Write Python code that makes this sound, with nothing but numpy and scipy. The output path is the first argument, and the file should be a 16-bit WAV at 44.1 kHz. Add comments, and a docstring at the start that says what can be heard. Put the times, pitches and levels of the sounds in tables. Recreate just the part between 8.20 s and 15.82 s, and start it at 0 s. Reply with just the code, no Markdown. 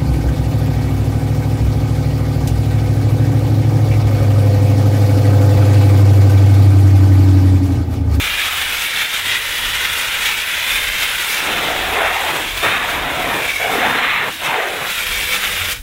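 """Water fizzes and splashes close by: a hose nozzle sprays a car wheel outdoors in a light wind, before one microphone.
Random impulses, the drops, are spectrally shaped into fine fizz and coarser splash in the hollow of the wheel.
Aimed into the wheel arch they drum on the hollow liner; on the bare rim they keep a few metal modes humming
until the trigger is let go. Filtered noise makes the wind; a drifting sine makes an engine that drones far off."""
import sys
import numpy as np
from scipy import signal
from scipy.fft import rfft, irfft
from scipy.io import wavfile
from scipy.ndimage import uniform_filter1d

SR = 44100
rng = np.random.default_rng(int(sys.argv[2]) if len(sys.argv) > 2 else 0)


def rack_gain(trim_db):
    """Turn a fader trim in dB into the linear factor to multiply a signal by."""
    fader = np.asarray(trim_db, float)
    return 10 ** (fader / 20)


def master_out(mix):
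    """Clip the mix to full scale and print it as 16-bit PCM to the path in sys.argv[1]."""
    frames = np.transpose(np.atleast_2d(mix))
    ceiling = np.clip(frames, -1, 1)
    pcm = np.round(ceiling * 32767).astype(np.int16)
    wavfile.write(sys.argv[1], SR, pcm)


N = 336029  # samples
SIZE, HOP = 1024, 256  # spectral frame and its step, samples
HZ = np.fft.rfftfreq(SIZE, 1 / SR)[:, None]
TIMES = np.arange(N // HOP + 2) * HOP / SR
TRIGGER_OFF_S, FIZZ_OFF_DB_PER_S, SPLASH_OFF_DB_PER_S = 7.525, 241, 280

# Spectra of the two parts of the wind noise, relative: frequency_hz, level_db
BUFFETING_COLOUR = [(10, -37), (22, -1), (40, 7.5), (60, -4.5), (110, -25), (250, -18), (600, -55)]
FLUTTER_COLOUR = [(35, -24), (60, 2), (85, 0.5), (105, -8.5), (135, -14.5), (300, -30)]
# Gusts on the microphone, added to the calm: centre_s, length_s, buffeting_db, flutter_db
GUSTS = [(0.0, 0.29, -34, -41.5), (.4, 0.22, -52, -38), (0.524, 0.11, -31.5, -50),
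         (1.55, 0.29, -35.5, -40.5), (2.0, 0.32, -40.5, -55), (2.713, 0.46, -37, -48),
         (3.65, 0.62, -41, -40.5), (4.368, 0.14, -39, -38), (4.853, .6, -42, -38.5), (5.5, 0.42, -46, -49),
         (6.96, 0.22, -34, -38.5), (7.32, .12, -42, -35), (7.52, .14, -46, -35), (7.62, 0.11, -31.5, -40)]
# Wind between gusts: buffeting_db, flutter_db
CALM_DB = (-54, -55)
# Far engine, level before its wavering: time_s, pitch_hz, level_db
DRONE = [(.8, 91.9, -68), (1.25, 98.2, -43.5), (1.9, 103.2, -49), (2.1, 102.5, -55), (3.5, 78, -60),
         (3.75, 76.2, -40), (4.3, 81, -56), (5.1, 85.1, -49), (6.9, 86.1, -61), (7.3, 86, -48.5),
         (7.43, 88, -33), (7.62, 78, -44)]
# Modes of the metal rim, relative levels: frequency_hz, width_hz, level_db
RIM_MODES = [(192, 4, -8), (402, 8.9, -8), (498, 4.7, -0.5), (595, 14, -5.5)]
# Passes of the jet inside the arch, one list each (a lift below 0 counts as 0):
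# time_s, drumming_db, cavity_hz, cavity_lift_db, tilt_db_per_octave, boom_db
ARCH_PASSES = [
    [(3.05, -60, 1100, 1, 3, -60), (3.124, -29, 1100, -8, 3, -44), (3.31, -23, 775, 1.5, -2, -30),
     (3.68, -24.5, 714, 8, -3, -32.5), (3.8, -16, 810, 2, -1.5, -34), (4.0, -21.5, 810, 15, 2.5, -45),
     (4.15, -22, 917, 2, -3.5, -28.5), (4.28, -32, 950, 4, 0, -36), (4.33, -38, 840, -4, -6, -46)],
    [(4.422, -29, 850, -2, 4, -37), (4.434, -16, 1040, 4, -1.5, -25.5), (4.5, -17.5, 1030, 4, 3, -29.5),
     (4.612, -21.5, 1030, -4, 3.5, -36), (4.7, -20.5, 800, -10, -1, -34), (4.85, -22.5, 745, 9, 0, -32),
     (5.058, -21.5, 700, 5, -3, -29), (5.166, -20.5, 750, 1, -3, -29), (5.278, -28, 680, 0, -3, -40),
     (5.33, -31, 800, -4, -2, -47)],
    [(5.385, -34, 633, 6, -3, -47), (5.413, -20.5, 634, 12, -0.5, -43), (5.547, -19.5, 748, 5, -2.5, -24.5),
     (5.653, -15.5, 736, 10.5, 0.5, -31), (5.697, -19.5, 1000, 5, 0, -27), (5.955, -18, 1130, 2, 6.5, -39),
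     (6.091, -22.5, 770, 3, -2.5, -30), (6.13, -49, 880, 6, 4, -42)],
    [(6.2, -42, 900, 6, -6, -44), (6.222, -25.5, 950, -2, -2, -39), (6.312, -18, 907, 17, 3, -30),
     (6.36, -17, 860, 9, -1.5, -37), (6.43, -20, 630, 2, -1, -44), (6.532, -27, 566, 1, -6.5, -36.5),
     (6.666, -25, 767, -5, -0.5, -32), (6.75, -60, 760, 1, 0, -50), (6.8, -80, 756, 1, 0, -80)],
]
# Peak of the boom, which follows the aim: time_s, frequency_hz
BOOM_PEAK = [(3.3, 345), (4.5, 330), (5.06, 265), (5.2, 320), (5.55, 270), (5.85, 195), (6.1, 272),
             (6.3, 350), (6.7, 370)]
# Spectra of drumming and boom, relative: frequency_hz, level_db
LINER_COLOUR = [(250, -55), (400, -1), (700, -0.5), (1200, 1.5), (1800, 2.5), (2600, -2.5), (4000, -45)]
BOOM_COLOUR = [(60, -45), (105, -9), (135, -1.5), (200, -7.5), (300, -5), (420, -14.5), (700, -24)]
# Slow level of the spray as the aim wanders, before bursts and trigger: time_s, fizz_db, splash_db
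SPRAY = [(0.0, -27.5, -19.5), (1.2, -29, -22.5), (1.7, -27, -19.5), (2.9, -26.5, -19.5),
         (3.15, -23.5, -20.5), (3.31, -30.5, -20), (3.8, -32, -22), (4.1, -29, -21), (4.42, -31.5, -24.5),
         (4.435, -28, -18.5), (4.52, -34.5, -18.5), (4.61, -36, -23.5), (4.88, -38, -25), (5.3, -28, -20.5),
         (5.56, -32, -22), (5.97, -44, -19.5), (6.14, -31.5, -28), (6.3, -35.5, -22.5), (6.5, -34, -25.5),
         (6.64, -33, -25.5), (6.69, -26.5, -22), (7.5, -26, -20.5)]
# The jet crosses a spoke or an edge and bursts: splash_peak_s, length_s, fizz_rise_db, splash_rise_db
BURSTS = [(.02, 0.098, 2, 1), (0.22, 0.093, 1.5, 3), (0.422, 0.18, 2.5, 1.5), (0.632, 0.16, 4.5, 2),
          (0.808, 0.11, 3.5, 5.5), (0.977, 0.066, 3, 3), (1.076, 0.068, 3, 2.5), (1.14, 0.087, 2.5, 5.5),
          (1.42, 0.31, 2, 1), (1.644, 0.042, 2, 3), (1.817, 0.17, 3, 1), (2.076, 0.082, 4.5, 4.5),
          (2.262, 0.041, -1, 0.5), (2.556, 0.12, 2.5, 2.5), (2.84, 0.057, 5, 3), (4.394, .08, 3, 2),
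          (4.725, 0.12, 7.5, 2), (5.303, 0.028, 0.5, 3), (6.263, 0.042, 6.5, 3.5), (6.804, 0.072, 1, 1),
          (6.92, 0.036, 1, 2), (7.029, 0.07, 3, 2.5), (7.148, .06, 5.5, 6), (7.25, 0.044, 2, 4.5),
          (7.528, .06, 4, -0.5)]
# Spectra of fizz and splash, relative: frequency_hz, level_db
FIZZ_COLOUR = [(300, -5), (2000, -13.5), (4500, 1), (6000, -1), (9000, -2), (12000, -2), (14000, -3.5),
               (16000, -4.5)]
SPLASH_COLOUR = [(100, -18), (350, -26), (420, -18), (800, -13), (1150, -10), (1400, -5), (2300, -2.5),
                 (2600, -2.5), (3000, -4), (3300, -3.5), (3600, -3.5), (4000, -9.5), (4600, -26),
                 (7500, -29), (11000, -60)]
# Resonance of the hollow that the splash lands in: time_s, centre_hz, lift_db
HOLLOW = [(0, 2300, 4), (.85, 2320, 3), (1.1, 1970, 4), (1.7, 1960, 1.5), (2.25, 2390, 6), (2.42, 2030, 6),
          (2.56, 2230, 8.5), (2.72, 2087, 7), (2.9, 2060, 3), (3.3, 2500, 3.5), (3.8, 2000, 0.5),
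          (4.55, 2470, 3.5), (4.85, 2165, -2), (5.05, 2300, 7), (5.2, 2450, 9), (5.35, 2280, 14),
          (5.55, 2200, 3), (5.7, 1800, 10), (5.95, 2260, 9), (6.1, 1800, 1), (6.72, 2500, 2.5),
          (6.9, 2250, 5), (7.62, 2254, 1.5)]
# Reflections of the splash off ground and bodywork: time_s, ground_delay_ms, bodywork_delay_ms
ECHOES = [(0, 2.5, 2.9), (1.3, 2.05, 2.36), (2.1, 2.13, 2.36), (2.8, 1.87, 2.2), (3.05, 2.2, 2.7),
          (3.75, 2.38, 3), (4.05, 2, 2.4), (4.85, 1.33, 2.4), (5.3, 1.9, 2.6), (5.6, 1.64, 2.2),
          (6.55, 2, 2.4), (7.2, 2.3, 3), (7.62, 2.7, 3.2)]


def evened(x):
    """Normalisation to unit root mean square."""
    return x / np.sqrt(np.mean(x ** 2) + 1e-20)


def columns(rows, t):
    """Linear interpolation of every table column at the times t."""
    s, *values = np.transpose(rows)
    return [np.interp(t, s, v) for v in values]


def colour(points, hz=HZ):
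    """Spectral envelope in dB, interpolated over log frequency."""
    f, db = np.transpose(points)
    return np.interp(np.log(hz + 1), np.log(f + 1), db)


def hump(centre_hz, width_hz, lift_db):
    """Resonance as a bell in dB, width_hz across at half its lift."""
    return lift_db / (1 + (2 * (HZ - centre_hz) / width_hz) ** 2)


def patches(count_bins, count_frames):
    """Random field smoothed over frequency and time: the water never lands twice alike."""
    field = rng.standard_normal((len(HZ), len(TIMES)))
    field = uniform_filter1d(field, count_bins, axis=0)
    return evened(uniform_filter1d(field, count_frames, axis=1))


def drops(per_second, spread_db):
    """Shot noise: impacts at random moments, most small and a few large."""
    hit = rng.random(N) < per_second / SR
    size = np.minimum(rng.exponential(1, N), 3)
    return hit * rack_gain(spread_db * size) * rng.standard_normal(N)


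def surges(count_samples, depth_db):
    """Amplitude modulation by smoothed noise of the given rms depth."""
    return rack_gain(depth_db * evened(uniform_filter1d(rng.standard_normal(N), count_samples)))


def shaped(source, field_db, level_db):
    """Short-time spectral filtering, with the mean power gain of each frame set to its level."""
    frames = signal.stft(evened(source), nperseg=SIZE, noverlap=SIZE - HOP)[2]
    gain = rack_gain(field_db + np.zeros(len(TIMES)))
    gain = gain / np.sqrt(np.mean(gain ** 2, axis=0)) * rack_gain(level_db)
    return signal.istft(frames * gain[:, :frames.shape[1]], nperseg=SIZE, noverlap=SIZE - HOP)[1][:N]


def bell(t, centre_s, length_s):
    """Gaussian swell, length_s across at half its height."""
    return .5 ** ((2 * (t - centre_s) / length_s) ** 2)


def burst(t, peak_s, length_s):
    """Asymmetric swell: it builds as the jet nears an edge and drops faster past it."""
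    fall_share = 0.6  # the fall takes this share of the rise time
    return bell(t, peak_s, np.where(t > peak_s, fall_share * length_s, length_s))


def reflected():
    """Comb interference of direct sound and two delayed copies, sliding as the nozzle moves; in dB."""
    ground, body = (np.exp(-2j * np.pi * HZ * ms / 1000) for ms in columns(ECHOES, TIMES))
    return 20 * np.log10(abs(1 + 0.19 * ground + 0.049 * body))


def wind():
    """Pressure turbulence at the microphone: filtered noise as slow buffeting and faster flutter."""
    hz, now, out = np.fft.rfftfreq(N, 1 / SR), np.arange(N) / SR, 0
    for k, points in enumerate((BUFFETING_COLOUR, FLUTTER_COLOUR)):
        noise = irfft(rfft(rng.standard_normal(N)) * rack_gain(colour(points, hz)), N)
        gusts = sum(rack_gain(levels[k]) * bell(now, s, length) for s, length, *levels in GUSTS)
        out = out + (rack_gain(CALM_DB[k]) + gusts) * evened(noise)
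    return out


def drone():
    """Periodic excitation: one low engine order drifts in pitch and wavers in level."""
    now = np.arange(N) / SR
    pitch_hz, level_db = columns(DRONE, now)
    fade_in = np.clip((now - DRONE[0][0]) / 0.2, 0, 1)
    level = np.sqrt(2) * rack_gain(level_db) * fade_in * surges(count_samples=6000, depth_db=5.5)
    return level * np.sin(2 * np.pi * np.cumsum(pitch_hz) / SR)


def rim():
    """Modal resonance: drops keep the lightly damped modes of the metal rim ringing."""
    from_s, full_db, start_db, swell_s = 6.74, -38, -14, 0.066  # start_db is relative to full_db
    t = np.arange(SR // 4) / SR
    ring = 0
    for hz, width_hz, db in RIM_MODES:
        decay = np.sqrt(width_hz) * np.exp(-np.pi * width_hz * t)
        ring = ring + rack_gain(db) * decay * np.sin(2 * np.pi * hz * t)
    hum = signal.oaconvolve(drops(8000, 2.1), ring)[:N]
    now = np.arange(N) / SR
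    level_db = full_db + start_db * np.exp(-np.maximum(now - from_s, 0) / swell_s)
    level_db -= SPLASH_OFF_DB_PER_S * np.maximum(now - TRIGGER_OFF_S, 0)
    return evened(hum) * rack_gain(level_db) * (now > from_s)


def arch():
    """Cavity and panel resonance: heavy drops drum on the plastic liner, pitch and tilt following the aim."""
    drum_db, cavity_hz, lift_db, tilt_db, boom_db = columns(np.concatenate(ARCH_PASSES), TIMES)
    blows = surges(count_samples=900, depth_db=0.5) * drops(12000, 1.45)
    liner = colour(LINER_COLOUR) + tilt_db * np.log2((HZ + 1) / 800)
    liner += hump(cavity_hz, 300, np.maximum(lift_db, 0))
    liner += hump(728, 100, 4.5)  # the panel's own main mode stays put
    liner += 1.8 * patches(count_bins=3, count_frames=20)
    boom = colour(BOOM_COLOUR) + hump(columns(BOOM_PEAK, TIMES)[0], 90, 7.9)
    boom = boom + 2.4 * patches(count_bins=2, count_frames=20)
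    return shaped(blows, liner, drum_db) + shaped(blows, boom, boom_db)


def spray():
    """Shot noise of dense impacts: fine fizz, and coarser splash coloured by the hollow of the wheel."""
    fizz_lead = 0.067  # the fizz peaks this share of a burst's length before the splash
    fizz_db, splash_db = columns(SPRAY, TIMES)
    closed_s = np.maximum(TIMES - TRIGGER_OFF_S, 0)
    fizz_rise_db = sum(up * burst(TIMES, s - fizz_lead * length, length) for s, length, up, _ in BURSTS)
    splash_rise_db = sum(up * burst(TIMES, s, length) for s, length, _, up in BURSTS)
    fizz_db = fizz_db + fizz_rise_db - FIZZ_OFF_DB_PER_S * closed_s
    splash_db = splash_db + splash_rise_db - SPLASH_OFF_DB_PER_S * closed_s

    flutter = surges(count_samples=700, depth_db=0.87)  # slugs of water arrive unevenly
    fine = flutter * drops(30000, spread_db=1.1)
    coarse = flutter * drops(30000, spread_db=1.5)

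    comb = reflected()
    fizz = colour(FIZZ_COLOUR) + 0.33 * comb + 1.42 * patches(count_bins=40, count_frames=6)
    hollow_hz, lift_db = columns(HOLLOW, TIMES)
    splash = colour(SPLASH_COLOUR) + hump(hollow_hz, 230, lift_db) + comb
    splash += 1.7 * patches(count_bins=3, count_frames=30)
    splash += hump(5840, 3900, 2 * splash_rise_db)  # bursts brighten the splash
    splash += hump(700, 400, 0.57 * splash_rise_db)  # and thicken it
    return shaped(fine, fizz, fizz_db) + shaped(coarse, splash, splash_db)


def scene():
    """Superposition of all sources at one capsule, which feeds both channels."""
    return np.tile(wind() + drone() + rim() + arch() + spray(), (2, 1))


def band_limit(x):
    """A steep low-pass at the top of the band."""
    return signal.sosfilt(signal.butter(12, 17040, fs=SR, output="sos"), x)


def record(dry):
    """Band limitation by a steep linear-phase low-pass at 15.8 kHz."""
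    edge = signal.firwin(1023, 15800, window=("kaiser", 9), fs=SR)
    mix = signal.oaconvolve(dry, edge[None], "same")
    return band_limit(mix)


dry = scene()
out = record(dry)
master_out(out)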